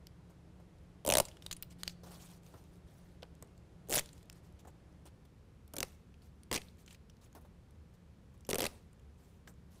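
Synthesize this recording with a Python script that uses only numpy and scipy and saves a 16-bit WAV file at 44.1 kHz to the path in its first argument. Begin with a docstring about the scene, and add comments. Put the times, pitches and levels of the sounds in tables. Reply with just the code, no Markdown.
"""Close to the microphone in a quiet workshop: a faint crackle and light scuffs, then backing film is torn off
sticky strips, first at 1 s. Loose film crackles and sleeves rustle until the second tear near 4 s; around 5 s
the background rumble and hum change colour. Three more tears follow near 5.7, 6.5 and 8.5 s, then last scuffs.
Tears are stick-slip trains of filtered noise bursts, low one-sided pushes and ringing liner thuds; scuffs are
grainy noise; behind lie shaped noise for rumble, wavering tones for a fan, and a faint room echo."""
import sys
import numpy as np
from scipy import signal
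from scipy.fft import rfft, irfft
from scipy.io import wavfile
from scipy.ndimage import uniform_filter1d

SR = 44100
rng = np.random.default_rng(int(sys.argv[2]) if len(sys.argv) > 2 else 0)


def dump(signal):
    """Clip the signal to [-1, 1] and save it as 16-bit WAV at the path in sys.argv[1]."""
    limited = np.clip(np.atleast_2d(signal).T, -1, 1)
    pcm = np.round(limited * 32767).astype(np.int16)
    wavfile.write(sys.argv[1], SR, pcm)


N = 432180

# Glue letting go, close to the microphone.
# Each row: start in seconds, crack level in dB, drumming level in dB, both before the trims in tears().
GLUE_SLIPS = [(1.0497, -33, -33.5), (1.0633, -28, -32), (1.0726, -26, -36), (1.077, -21.5, -23.5),
              (1.0898, -18.5, -23.5), (1.1012, -16, -24), (1.11, -22, -28), (1.1228, -16.5, -21),
              (1.1377, -16, -24), (1.1526, -17, -21.5), (1.1703, -18, -19.5), (1.1834, -15.5, -18.5),
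              (1.2004, -17.5, -15.5), (3.8865, -44, -43), (3.8959, -33, -41), (3.9024, -31, -34),
              (3.9093, -28, -41), (3.9137, -44, -42), (3.9174, -25.5, -30), (3.923, -33, -37.5),
              (3.926, -22, -29.5), (3.932, -25, -34), (3.9382, -24, -29.5), (3.9448, -20, -28),
              (3.954, -22, -34), (3.958, -21.5, -34), (3.9639, -23, -34.5), (3.971, -25, -26),
              (3.979, -21.5, -34), (3.9858, -24, -36), (3.993, -25, -31.5), (5.7365, -40.5, -42.5),
              (5.739, -42, -39.5), (5.757, -45, -49), (5.7658, -32.5, -39.5), (5.784, -27.5, -38.5),
              (5.8044, -24.5, -35), (5.8289, -23.5, -34.5), (6.514, -29, -28.5), (6.5278, -25, -32),
              (6.5341, -29, -36), (6.542, -26.5, -53), (6.5498, -27.5, -36.5), (6.557, -30, -32),
              (6.5609, -27.5, -41), (6.5763, -31.5, -42.5), (8.4904, -32, -27.5), (8.496, -40, -32.5),
              (8.501, -28.5, -39), (8.5075, -28, -45), (8.511, -29, -30.5), (8.5313, -22.5, -23.5),
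              (8.5444, -26.5, -31), (8.5559, -25.5, -29), (8.5838, -26, -26.5), (8.5926, -31, -32),
              (8.605, -24, -26.5), (8.6196, -26.5, -29.5), (8.6294, -29, -32), (8.6403, -27.5, -33),
              (8.6528, -28, -32), (8.6643, -26.5, -36.5)]
# The freed film during each tear, mostly turning duller and longer as it grows; read between rows.
# Each row: time in seconds, ring in Hz, treble tilt in dB per two octaves, burst length scale in ms.
FREED_FILM = [(1.05, 10100, 11, 1.8), (1.09, 9210, 4, 1.8), (1.12, 5730, -1, 2.2), (1.14, 9200, -1, 2),
              (1.2, 8900, 4.5, 3.7), (3.89, 11100, 13, 2.4), (3.925, 7240, 0, 1.3), (3.95, 10600, 5, 4.1),
              (3.975, 8000, 0.5, 3.1), (4.0, 8500, 9.5, 5.8), (5.74, 11600, 4, 3.4), (5.77, 9000, 4.5, 3),
              (5.831, 5070, -0.5, 2.7), (6.51, 8000, -8, 3), (6.545, 7760, -4, 4), (6.578, 3100, -3, 14),
              (8.49, 10800, 3, 2.9), (8.53, 9000, -1, 1.5), (8.61, 13700, -5.5, 4), (8.64, 4200, -7, 4.9),
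              (8.665, 4200, -3.5, 4.6)]
# The colour that every crack shares. Each row: frequency in Hz, gain in dB.
CRACK_COLOUR = [(300, -20), (1000, -11.5), (1700, -4.5), (3000, -1), (4000, -3), (5400, -3.5), (6600, -4.5),
                (9000, -5.5), (12000, -7), (15500, -11.5)]
# The liner under the hand, read between rows.
# Each row: time in seconds, note in Hz, decay time (60 dB) in seconds before each partial takes its share,
# slack flapping against the note in dB.
LINER = [(1.05, 576.5, 0.042, -11.5), (1.201, 595, 0.03, -13.5), (3.89, 419, 0.05, -6),
         (3.93, 625, 0.016, -12), (4.0, 604, 0.032, -9.5), (5.74, 306, 0.023, 3), (6.511, 196, 0.038, 4),
         (6.54, 342, 0.021, 1.5), (6.58, 489, 0.021, 8.5), (8.49, 450, 0.032, -8), (8.58, 471, 0.039, -8),
         (8.66, 550, .04, 1.5)]
# Loose film snapping in the fingers.
# Each row: start in seconds, crack level in dB before the trims in film(), ring in Hz, length scale in ms.
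FILM_CRACKLES = [(0.0691, -44, 5300, 2), (1.2524, -36.5, 7800, 6.7), (1.2843, -44, 5700, 4.9),
                 (1.314, -50.5, 3330, 5.4), (1.3693, -49.5, 3020, 2.8), (1.4227, -45.5, 3660, 3.3),
                 (1.4633, -33, 3900, 2.5), (1.5117, -31.5, 4130, 8.9), (1.5143, -35.5, 7040, 4.5),
                 (1.527, -31, 7200, 4.3), (1.566, -43, 9900, 5.4), (1.6247, -31, 14200, 3),
                 (1.63, -40.5, 4340, 2.3), (1.8336, -27.5, 4250, 1.57), (1.8776, -25, 4830, 2.8),
                 (1.895, -46, 4430, 4.8), (2.1155, -53, 5300, 2.4), (2.433, -61, 7800, 2.5),
                 (2.4651, -52.5, 6500, 2.1), (3.2235, -47.5, 3350, 1.5), (3.2311, -38.5, 1590, 1.8),
                 (3.4249, -41, 7870, 1.7), (3.474, -61.5, 9000, 1.5), (3.578, -58, 8000, 1.6),
                 (4.0085, -41, 2956, 3.6), (4.059, -44, 7800, 2.5), (4.0904, -47.5, 4000, 3.4),
                 (4.1307, -47.5, 7600, 3.6), (4.179, -55, 6960, 1.8), (4.211, -59, 3100, 3),
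                 (4.229, -55, 7500, 1.8), (4.2986, -39.5, 6400, 1.7), (4.3267, -51, 8860, 3.7),
                 (5.6783, -54.5, 11860, 2.8), (6.1417, -56, 2880, 3), (6.22, -59.5, 4530, 2.1),
                 (6.4334, -50, 9500, 2.8), (6.617, -43.5, 3700, 3.1), (6.684, -52, 3930, 6.3),
                 (6.862, -52, 7300, 3.4), (6.8783, -46, 2970, 6.4), (6.908, -48.5, 2850, 4.3),
                 (6.9277, -49.5, 7500, 4.8), (6.9462, -50, 4180, 4.6), (7.0977, -53, 5570, 4.6),
                 (7.3503, -53, 11600, 3), (8.408, -57.5, 9050, 3.1), (8.45, -48, 5690, 2.6),
                 (8.4673, -51.5, 11740, 4.2), (8.93, -60, 9000, 3), (8.996, -62, 7000, 3.5),
                 (9.475, -47.5, 1720, 6.8)]
# Hands, sleeves and film brushing past.
# Each row: start in seconds, length in ms, hiss level in dB, dull rubbing level in dB, both near mid-stroke.
BRUSHES = [(0.295, 46, -79, -70), (0.6, 27, -84, -71), (1.41, 110, -70, -79), (1.7, 30, -61, -74),
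           (1.784, 46, -63.5, -72), (1.851, 64, -60.5, -80), (2.033, 36, -64.5, -60),
           (2.06, 78, -64, -60.5), (2.105, 94, -60, -60.5), (2.191, 94, -60, -66), (2.28, 91, -63.5, -69.5),
           (2.42, 270, -71, -73.5), (2.538, 62, -77.5, -63), (2.709, 88, -75, -80),
           (2.861, 320, -75.5, -75.5), (3.228, 24, -77, -59.5), (3.425, 16, -80, -61),
           (3.871, 13, -72.5, -75), (4.12, 100, -73.5, -84), (4.341, 52, -70.5, -83), (4.43, 63, -75, -77),
           (4.589, 27, -67, -70), (4.65, 21, -75.5, -62), (4.671, 37, -69, -60), (5.054, 36, -63, -62),
           (5.251, 11, -70, -69), (6.22, 68, -73, -77), (6.78, 54, -68.5, -75), (6.861, 77, -66, -90),
           (7.21, 61, -68.5, -73), (7.35, 53, -66.5, -59.5), (7.41, 25, -74.5, -71.5),
           (7.448, 32, -78, -68.5), (7.936, 25, -75, -79), (8.341, 20, -75.5, -73.5),
           (9.17, 210, -75.5, -80.5), (9.472, 47, -66, -62.5), (9.701, 230, -72.5, -74)]
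# The strip rustling to rest after each tear.
# Each row: start in seconds, hiss level in dB, dull rubbing level in dB, both near mid-stroke.
STRIP_SETTLES = [(1.21, -71.5, -75), (3.999, -71.5, -78), (5.839, -73, -76), (6.58, -72, -76),
                 (8.674, -71, -69.5)]
# Rumble colour before the change at 5 s. Each row: frequency in Hz, relative level in dB per Hz.
RUMBLE_BEFORE = [(12, -37), (20, -9.5), (53, -3.5), (172, -3), (234, -16.5), (301, -12), (897, -25.5),
                 (1060, -27.5), (1190, -28.5), (11400, -46.5), (16000, -61.5)]
# Rumble colour after the change at 5 s. Each row: frequency in Hz, relative level in dB per Hz.
RUMBLE_AFTER = [(12, -51), (20, -13), (58, 0), (93, -2.5), (216, -7), (285, -16), (499, -17.5),
                (642, -25.5), (802, -26), (11400, -46.5), (16000, -56)]
# The fan hum.
# Each row: note in Hz, width of its wavering in Hz, level before the change at 5 s in dB, level after in dB.
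FAN_HUM = [(73.2, 13, -64.5, -64), (174.6, 4.7, -64, -73)]


def tears():
    """Stick-slip peeling: each slip cracks over a low push and drums on the liner."""
    out = np.zeros(N)
    times, *columns = np.transpose(FREED_FILM)
    for s, crack_db, drum_db in GLUE_SLIPS:
        hz, tilt_db, ms = (np.interp(s, times, column) for column in columns)
        # no two slips are quite alike
        ring_draw, tilt_draw, length_draw = rng.standard_normal(3)
        hz = hz * 2 ** (0.13 * ring_draw)  # octaves
        tilt_db = tilt_db + 2.5 * tilt_draw
        ms = ms * 2 ** (0.11 * length_draw)  # octaves
        crack = amp(crack_db - 3.5) * burst(hz, tilt_db, ms, hump_db=5.5, width=0.3)
        push = amp(crack_db - 18.0) * low_push(ms)
        drumming = amp(drum_db + 1.0) * thud(s, spread=0.065)
        add(out, s, crack)
        add(out, s, push + drumming)
    return out


def burst(hz, tilt_db, ms, hump_db, width):
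    """A swarm of tiny snaps, starting almost at once and thinning out; its loudest 0.9 ms has power 1."""
    t = np.arange(1024) * 1000 / SR  # ms
    snaps = rng.standard_normal(len(t))
    # each crease rings its own way: an uneven response, 2.7 dB rms
    creases_db = 2.7 * evened(uniform_filter1d(rng.standard_normal(len(t) // 2 + 1), size=24))
    onset = 1 - np.exp(-t / 0.14)
    main_decay = np.exp(-(t / (0.98 * min(ms, 5.5))) ** 1.27)
    swarm = onset * (main_decay + 0.02 * np.exp(-t / 6.1))
    swarm *= 1 + 0.57 * np.exp(-((t - 0.35) / 0.21) ** 2)  # the first threads of glue snap together
    colour_hz, colour_db = np.transpose(CRACK_COLOUR)

    def colour(f):
        """The shared colour, tilted, with a hump where the free film rings."""
        shared = np.interp(np.log(f + 1), np.log(colour_hz), colour_db)
        slope = tilt_db * np.maximum(octaves(f, 6000), -1.6) / 2
        hump = hump_db * np.exp(-(octaves(f, hz) / width) ** 2)
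        return shared + slope + hump + creases_db

    # delayed for the filter, then the lead-in is cut off to keep the start sharp
    sound = coloured(np.roll(snaps * swarm, 32), colour)[32:]
    return sound / np.sqrt(uniform_filter1d(sound ** 2, size=40).max())


def low_push(ms):
    """A low one-sided push under each crack, then a slow settling."""
    t = np.arange(3000) * 1000 / SR  # ms
    push = np.exp(-t / (2.7 * ms))
    settling = 0.31 * np.exp(-t / 16.0)
    return (1 - np.exp(-t / 0.4)) * (push + settling)


def thud(s, spread):
    """The liner rings on its note and two other damped partials; its slack part flaps without a note."""
    times, *columns = np.transpose(LINER)
    hz, t60, flap_db = (np.interp(s, times, column) for column in columns)
    t = np.arange(3000) / SR
    draw = rng.standard_normal(6)  # three detunings, three phases
    partials = [(1.0, 3.0, 0.73), (0.78, -2.0, 0.4), (1.5, 0.5, 0.36)]  # (ratio, dB, share of the decay time)
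    ring = np.zeros(len(t))
    for k, (ratio, db, share) in enumerate(partials):
        partial_hz = ratio * hz * (1 + spread * draw[k])
        decay = amp(db - 60 * t / (t60 * share))
        ring += decay * np.sin(2 * np.pi * partial_hz * t + draw[k + 3])
    flap = amp(flap_db - 60 * t / 0.05) * band_noise(len(t), 270, 2.9)
    onset = 1 - np.exp(-t / 0.0014)
    return (ring + flap) * onset / np.sqrt(1 + amp(2 * flap_db))


def film():
    """Loose film crackles with a narrower ring and no drumming; faint ticks fall anywhere."""
    out = np.zeros(N)
    faint = []
    for _ in range(30):
        s = rng.random() * N / SR
        crack_db = -65.5 + 4 * rng.standard_normal()
        hz = 8000 * 2 ** (rng.random() - 0.5)
        faint.append((s, crack_db, hz, 1.8))
    for s, crack_db, hz, ms in list(FILM_CRACKLES) + faint:
        tilt_db = -2 + 6.5 * octaves(hz, 6200)  # higher rings are brighter
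        add(out, s, amp(crack_db - 4.0) * burst(hz, tilt_db, ms, hump_db=11.5, width=0.21))
        add(out, s, amp(crack_db - 16.0) * low_push(ms))
    return out


def rustle():
    """Scuffs take colour and fade from how heavy the rubbing is against the hiss; strips settle after tears."""
    out = np.zeros(N)
    for s, ms, hiss_db, rub_db in BRUSHES:
        weight_db = rub_db - hiss_db
        hz = 5200 * 2 ** (0.04 * weight_db)  # centre of the hiss
        fade_db = 4.5 + 0.85 * weight_db  # heavy rubbing is a bump that fades fast; the lightest swells
        add(out, s, scuff(s, ms, hiss_db, rub_db, hz, fade_db))
    for s, hiss_db, rub_db in STRIP_SETTLES:
        add(out, s, scuff(s, 190, hiss_db, rub_db, hz=4300, fade_db=21.5))
    return out


def scuff(s, ms, hiss_db, rub_db, hz, fade_db):
    """Grainy, patchy hiss over dull rubbing; one that fades fast also starts fast."""
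    u = np.arange(13056) * 1000 / SR / ms  # time in stroke lengths
    grains = amp(2.0 * evened(uniform_filter1d(rng.standard_normal(len(u)), size=60)))
    rise = 1 - np.exp(-u * (12.0 + 2.5 * max(fade_db, 0)))
    ending = np.exp(-u ** 4)
    stroke = rise * amp(fade_db * (0.5 - u)) * ending
    hiss = patchy(band_noise(len(u), hz, 2.1) * grains, patch_db=3.0)
    rubbing = band_noise(len(u), 490, 4.5)
    sound = stroke * (amp(hiss_db) * hiss + amp(rub_db) * rubbing)
    # the first touch knocks the liner
    add(sound, 0, amp(rub_db + 0.64 * fade_db + 2.5) * thud(s, spread=0.15))
    return sound


def patchy(x, patch_db):
    """Lets patches of about 20 ms by 1.7 kHz swell and sink."""
    z = signal.stft(x, nperseg=256)[2]
    patches = uniform_filter1d(rng.standard_normal(z.shape), size=10, axis=0)  # across frequency
    patches = uniform_filter1d(patches, size=7, axis=1)  # along time
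    return evened(signal.istft(z * amp(patch_db * evened(patches)), nperseg=256)[1][:len(x)])


def background():
    """Room rumble and fan hum behind the close sounds; their colour changes around 5 s."""
    later = np.interp(np.arange(N) / SR, (4.9, 5.31), [0, 1])  # the change, in seconds
    return rumble(later) + fan_hum(later)


def rumble(later):
    """Noise in two colours, crossfaded at constant power."""
    out = np.zeros(N)
    for points, db, share in ((RUMBLE_BEFORE, -58.5, 1 - later), (RUMBLE_AFTER, -59.5, later)):
        hz, level_db = np.transpose(points)
        noise = coloured(rng.standard_normal(N), lambda f: np.interp(np.log(f + 1), np.log(hz + 1), level_db))
        out += amp(db) * np.sqrt(share) * evened(noise)
    return out


def fan_hum(later):
    """Each hum is narrow noise that wavers over a steady blade note."""
    out = np.zeros(N)
    for hz, width, before_db, after_db in FAN_HUM:
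        wavering = coloured(rng.standard_normal(N), lambda f: -20 * np.log10(1 + (2 * (f - hz) / width) ** 2))
        steady = np.sin(2 * np.pi * (hz * np.arange(N) / SR + rng.random()))
        level = amp(before_db + later * (after_db - before_db))
        out += level * evened(evened(wavering) + 3.7 / width * steady)  # narrower hums are steadier
    return out


def workshop(x):
    """Sparse echoes of random sign with a faint long tail; treble dies sooner."""
    taps = np.zeros(SR)
    at = np.arange(200, len(taps) - 20, 20)
    taps[at + rng.integers(0, 20, len(at))] = rng.choice([-1.0, 1.0], len(at))
    hz, t, z = signal.stft(taps, SR, nperseg=256)
    t60 = np.interp(np.log(hz + 1), np.log([300, 3000, 15000]), [0.35, 0.3, 0.15])[:, None]  # s
    near_walls = amp(-60 * t / t60)
    far_hall = amp(-13.0 - 60 * t / (3.2 * t60))
    tail = signal.istft(z * (near_walls + far_hall), SR, nperseg=256)[1]
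    return signal.oaconvolve(x, tail / np.linalg.norm(tail))[:N]


def amp(db):
    """Decibels to gain."""
    return 10 ** (np.asarray(db) / 20)


def evened(x):
    """Scales to rms 1."""
    return x / np.sqrt(np.mean(x ** 2) + 1e-20)


def add(mix, s, sound):
    """Mixes a sound in at s seconds."""
    part = mix[round(s * SR):][:len(sound)]
    part += sound[:len(part)]


def octaves(hz, centre_hz):
    """Distance in octaves; the added 1 Hz keeps zero finite."""
    return np.log2((hz + 1) / centre_hz)


def coloured(x, db_of):
    """Filters x by a gain in dB given as a function of frequency."""
    return irfft(rfft(x) * amp(db_of(np.fft.rfftfreq(len(x), 1 / SR))), len(x))


def band_noise(size, centre_hz, slope_db):
    """Noise that falls by slope_db an octave squared around its centre and levels out far below it."""
    def colour(hz):
        """The fall in dB."""
        return -slope_db * np.maximum(octaves(hz, centre_hz), -1.4) ** 2
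    return evened(coloured(rng.standard_normal(size), colour))


def scene():
    """Tears, crackles and scuffs close by, a little of the room on them, over the background."""
    close = tears() + film() + rustle()
    return (close + amp(-24.5) * workshop(close) + background())[None]


def record(dry):
    """The microphone: a gentle bass cut at 22 Hz, then a band limit at 15.6 kHz."""
    bass_cut = signal.butter(1, 22, "highpass", fs=SR, output="sos")
    band_limit = signal.firwin(255, 15600, window=("kaiser", 8), fs=SR)
    return signal.oaconvolve(signal.sosfilt(bass_cut, dry), band_limit[None], "same")


dry = scene()
out = record(dry)
dump(out)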